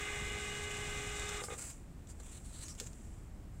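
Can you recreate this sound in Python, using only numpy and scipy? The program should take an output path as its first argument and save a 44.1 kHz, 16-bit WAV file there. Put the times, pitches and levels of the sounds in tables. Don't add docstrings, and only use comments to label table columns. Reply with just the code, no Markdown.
import sys
import numpy as np
from scipy import signal
from scipy.fft import rfft, irfft
from scipy.io import wavfile

SR = 44100
rng = np.random.default_rng(int(sys.argv[2]) if len(sys.argv) > 2 else 0)


def output_pcm(signal):
    pcm = np.clip(np.atleast_2d(signal).T, -1, 1) * 32767
    wavfile.write(sys.argv[1], SR, np.round(pcm).astype(np.int16))


N = 158760
TIME = np.arange(N) / SR
# start, early, midway, end (t/s)
STAGES_S = [0, .33, .8, 1.4]


def amp(db):
    return 10 ** (np.asarray(db) / 20)


def unit(x):
    return x / np.sqrt(np.mean(x ** 2) + 1e-20)


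def level(points):
    return amp(np.interp(TIME, *np.transpose(points)))


def read(points, hz):
    f, value = np.transpose(points)
    return np.interp(np.log(hz + 1), np.log(f + 1), value)


def colour(x, spectrum, shift=1):
    size = 8192
    hz = abs(np.fft.fftfreq(size, 1 / SR))
    log_gain = np.log(amp(read(spectrum, hz / shift)))
    minimum_phase = np.exp(np.conj(signal.hilbert(log_gain)))
    taps = np.fft.ifft(minimum_phase).real[:size // 2]
    return signal.fftconvolve(x, taps / np.linalg.norm(taps))[:len(x)]


def wander(hz):
    f = np.fft.rfftfreq(N, 1 / SR)
    return unit(irfft(rfft(rng.standard_normal(N)) / (1 + (f / hz) ** 2), N))


def gate(start, stop, rise, fall):
    return np.clip((TIME - start) / rise, 0, 1) * np.exp(-np.maximum(TIME - stop, 0) / fall)


def ring(x, hz, width_hz):
    t = np.arange(SR // 50) / SR
    response = t * np.exp(-np.pi * width_hz * t) * np.sin(2 * np.pi * hz * t)
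    return signal.fftconvolve(x, response / np.linalg.norm(response))[:N]


def friction(grains_per_s=2000, spread_db=2, grain_share=0.42):
    clicks = (rng.random(N) < grains_per_s / SR) * rng.choice([-1, 1], N)
    grains = unit(clicks * amp(spread_db * np.minimum(rng.exponential(1, N), 5)))
    return np.sqrt(grain_share) * grains + np.sqrt(1 - grain_share) * rng.standard_normal(N)


def drive_tone(travel, hz, phase, shaft_hz=32.83):
    flutter = 0.29 * (wander(hz=69) + 1j * wander(hz=69))
    shaft = 0.086 * np.sin(2 * np.pi * shaft_hz * travel)
    modulation = 1 + (flutter + shaft) * np.sqrt(hz / 2000)
    return np.sqrt(2) * (modulation * np.exp(2j * np.pi * hz * travel + 1j * phase)).real


def stepper_whine(travel, step_hz):
    # (multiple, level/dB at each of the four stages)
    harmonics = [(1, -53, -53, -52, -51.5), (2, -63.5, -63.5, -62.5, -63), (3, -63, -62, -61, -59),
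                 (4, -60, -59.5, -60.5, -60.5), (5, -50, -50.5, -53, -56), (6, -57, -58, -59.5, -61.5),
                 (7, -62, -54.5, -58, -63), (8, -65, -65, -66, -65), (9, -65, -65, -65, -60),
                 (10, -71, -69, -70, -69)]
    return sum(amp(np.interp(TIME, STAGES_S, dbs))
               * drive_tone(travel, k * step_hz, phase=0.85 * rng.standard_normal())
               for k, *dbs in harmonics)


def gear_buzz(travel, mesh_hz=382.25):
    # (multiple, level/dB)
    harmonics = [(2, -66), (3, -62.5), (4, -58), (6, -62), (8, -82)]
    return sum(amp(db) * drive_tone(travel, k * mesh_hz, phase=2 * np.pi * rng.random())
               for k, db in harmonics)


def case_rattle(blows):
    # (f/Hz, level/dB)
    spectrum = [(150, -21), (300, -6), (460, -3.5), (580, -8), (800, -4), (940, -12.5), (1200, -3),
                (1370, -14), (1560, -3), (1800, -5), (2090, 2), (2330, -14.5), (2480, 0.5), (2650, -8.5),
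                (2880, -3), (3180, -20.5), (3450, -2.5), (3820, -13), (4000, -13), (4400, -22.5),
                (7000, -21), (15000, -33)]
    # (t/s, level/dB)
    strength = [(0, -46.5), (.4, -50.5), (.7, -50), (.9, -48.5), (1.2, -51), (1.35, -47.5), (1.42, -53),
                (1.54, -44)]
    return level(strength) * colour(unit(blows * rng.standard_normal(N)), spectrum)


def strip_buzz(blows):
    # (f/Hz, relative level/dB at each of the four stages)
    modes = [(1340, -15, -14, -14, -0.5), (2190, 4.5, 1, -11, -7), (2890, -4, -2.5, 0.5, -5),
             (3700, -12, -2, -9, 0)]
    buzz = sum(amp(np.interp(TIME, STAGES_S, dbs))
               * ring(blows * rng.standard_normal(N), hz, width_hz=490)
               for hz, *dbs in modes)
    return amp(-54) * unit(buzz)


def slot_hiss():
    # (f/Hz, level/dB)
    spectrum = [(2500, -16.5), (4300, -11.5), (5200, -6.5), (6200, -4), (7300, 2), (8200, 0.5), (9200, -11),
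                (11500, -21.5), (15500, -28.5)]
    # (t/s, level/dB)
    strength = [(0, -51.5), (.5, -50.5), (.75, -50.5), (1.1, -50), (1.38, -48.5), (1.42, -62), (1.54, -51)]
    return level(strength) * colour(friction() * amp(0.99 * wander(hz=38.7)), spectrum)


def paper_feed(step_hz=414.1):
    # (start/s, stop/s, level/dB)
    runs = [(-.05, 1.412, 0.5), (1.496, 1.539, -5.5)]
    gates = [gate(start, stop, rise=0.00806, fall=0.011) for start, stop, _ in runs]
    running = sum(amp(db) * on for (_, _, db), on in zip(runs, gates))
    speed = (0.85 + 0.15 * sum(gates)) * (1 + 0.0007 * wander(hz=24.3))
    travel = np.cumsum(speed) / SR
    tones = stepper_whine(travel, step_hz) + gear_buzz(travel)
    steps = step_hz * travel
    step_gain = amp(0.2 * rng.standard_normal(N))[steps.astype(int)]
    blows = step_gain * np.exp(-(steps % 1) / 0.92)
    noise = case_rattle(blows) + strip_buzz(blows) + slot_hiss()
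    return running * tones, running * noise


def room_tone():
    # (f/Hz, level/dB)
    floor = [(12, -70), (20, -1), (70, -1.5), (213, -16), (238, -10.5), (324, -12), (452, -19),
             (686, -21.5), (1070, -27), (1270, -28), (1540, -29.5), (2090, -31), (4070, -39.5), (5850, -40),
             (15500, -46)]
    # (f/Hz, level/dB)
    rumble = [(15, -13), (35, -2), (60, -4), (120, -10), (220, -16), (400, -41.5), (1000, -81)]
    # (t/s, level/dB)
    strength = [(0, -49.5), (.28, -45), (.6, -49), (.85, -46.5), (1.1, -45.5), (1.4, -49.5), (1.7, -52.5),
                (1.9, -50.5)]
    steady = amp(-55) * unit(colour(rng.standard_normal(N), floor))
    return steady + level(strength) * colour(rng.standard_normal(N), rumble)


def paper_snaps(crack_s=0.00052, scatter_s=0.0075, scatter_db=-5.5):
    # (t/s, level/dB)
    snaps = [(1.144, -52), (1.196, -36.5), (1.291, -36.5), (1.438, -38.5), (1.535, -47), (1.557, -56),
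             (2.072, -55), (2.201, -54), (2.683, -41.5), (2.751, -49.5), (2.789, -56), (2.8, -31.5),
             (2.871, -46), (2.931, -53)]
    # (f/Hz, level/dB)
    spectrum = [(200, -29), (1200, -9), (2300, -8), (3200, -4), (4400, -5), (5500, -2), (7400, 6),
                (9200, -10), (12000, -17), (15500, -18)]
    force = np.zeros(N)
    for start, db in snaps:
        age = np.maximum(TIME - start, 0)
        decay = np.exp(-age / crack_s) + amp(scatter_db) * np.exp(-age / scatter_s)
        force += (TIME >= start) * amp(db) * decay
    return colour(force * rng.choice([-1, 1], N), spectrum)


def handling(feed_end_s=1.4):
    # (f/Hz, level/dB)
    rub = [(300, -17.5), (1500, -13.5), (2600, -14), (3300, -19), (4400, -18), (5700, -12.5), (6400, -9),
           (7400, 0), (8400, -2), (9200, -10.5), (10300, -13), (11800, -24), (15500, -23)]
    # (t/s, level/dB)
    brushing = [(1.4, -50.5), (1.72, -59), (1.86, -74.5), (2.04, -75), (2.3, -64), (2.76, -63),
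                (2.92, -64.5), (3.05, -65), (3.22, -70.5), (3.35, -75.5), (3.51, -76), (3.6, -70)]
    # (t/s, length/s, level/dB, change over the stroke/dB, spectrum shift ratio,
    # ring f/Hz, ring width/Hz, relative ring level/dB)
    strokes = [(1.428, 0.029, -43, -6, 1.08, 5140, 550, -5), (1.576, 0.13, -44, -6, 1.005, 5200, 600, -19),
               (1.706, .03, -54, -9, 0.89, 7450, 900, -19),
               (2.075, 0.041, -57.5, 2, 0.99, 4900, 400, -14.5),
               (2.191, .012, -54, -1, 0.98, 4230, 1000, -9),
               (2.221, 0.099, -59.5, -2.5, 0.99, 3630, 1500, -11.5),
               (2.309, 0.073, -58, 0.5, 1.036, 4160, 1600, -9),
               (2.44, 0.077, -57, -6.5, 1.06, 4340, 1400, -10),
               (2.52, 0.12, -57.5, 4.5, 1.03, 4470, 1570, -7),
               (2.629, 0.042, -61.5, 11.5, 0.98, 6960, 1190, 1.5),
               (2.676, 0.05, -50.5, -5.5, 1.01, 5700, 1000, -1.5),
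               (2.776, 0.013, -51.5, 2, 0.95, 3350, 1200, -6),
               (2.802, 0.04, -56, 5.5, .94, 5430, 1000, -19),
               (2.852, 0.016, -52, 3.5, 0.94, 6740, 1200, -20)]
    out = colour(friction() * level(brushing) * (TIME > feed_end_s), rub)
    grain = friction() * amp(1.76 * wander(hz=45))
    for start, length, db, change_db, shift, ring_hz, width_hz, ring_db in strokes:
        contact = gate(start, start + length, rise=0.015, fall=0.0079)
        progress = np.clip((TIME - start) / length, 0, 1)
        force = grain * contact * amp(db + change_db * progress)
        out += colour(force, rub, shift) + amp(ring_db) * ring(force, ring_hz, width_hz)
    return out


def case_jolts(rise_s=0.0021, pivot_hz=480, detune=0.012):
    # (t/s, level/dB, tilt/dB per octave)
    jolts = [(1.417, -35.5, 2), (1.437, -37.5, 6.5), (1.483, -38.5, 8), (1.502, -37, 4),
             (1.521, -34.5, 0.5), (1.537, -43, 4), (2.2, -51.5, 7), (2.801, -50.5, 2), (2.812, -40, -14),
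             (2.841, -64, -1)]
    # (f/Hz, level/dB, t60/s)
    modes = [(420.4, -5.5, 0.065), (479, -1.5, 0.056), (808, -6.5, 0.033), (1210, -13.5, 0.051),
             (1517, -12.5, 0.024), (2150, -20.5, 0.026)]
    out = np.zeros(N)
    t = np.arange(SR // 5) / SR
    attack = 1 - np.exp(-t / rise_s)
    for start, db, tilt_db in jolts:
        knock = np.zeros(len(t))
        for hz, mode_db, t60 in modes:
            decay = amp(mode_db + tilt_db * np.log2(hz / pivot_hz) - 60 * t / t60)
            detuned_hz = hz * (1 + detune * rng.standard_normal())
            knock += decay * np.sin(2 * np.pi * detuned_hz * t)
        part = out[round(start * SR):][:len(t)]
        part += (amp(db) * knock * attack)[:len(part)]
    return out


def room_reverb(x):
    # (f/Hz, t60/s)
    decay_times = [(200, 0.49), (2000, 0.27), (7500, 0.15), (15000, 0.27)]
    hz, t, bands = signal.stft(rng.standard_normal(SR // 2), SR, nperseg=256)
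    t60 = read(decay_times, hz)[:, None]
    tail = signal.istft(bands * amp(-60 * t / t60), SR)[1]
    return signal.fftconvolve(x, tail / np.linalg.norm(tail))[:N]


def scene():
    tones, feed_noise = paper_feed()
    near = feed_noise + case_jolts() + handling() + paper_snaps()
    return (tones + near + amp(-11) * room_reverb(near) + room_tone())[None]


def record(dry):
    lowpass = signal.firwin(1023, 15800, window=("kaiser", 9), fs=SR)
    return signal.oaconvolve(dry, lowpass[None], "same")


dry = scene()
out = record(dry)
output_pcm(out)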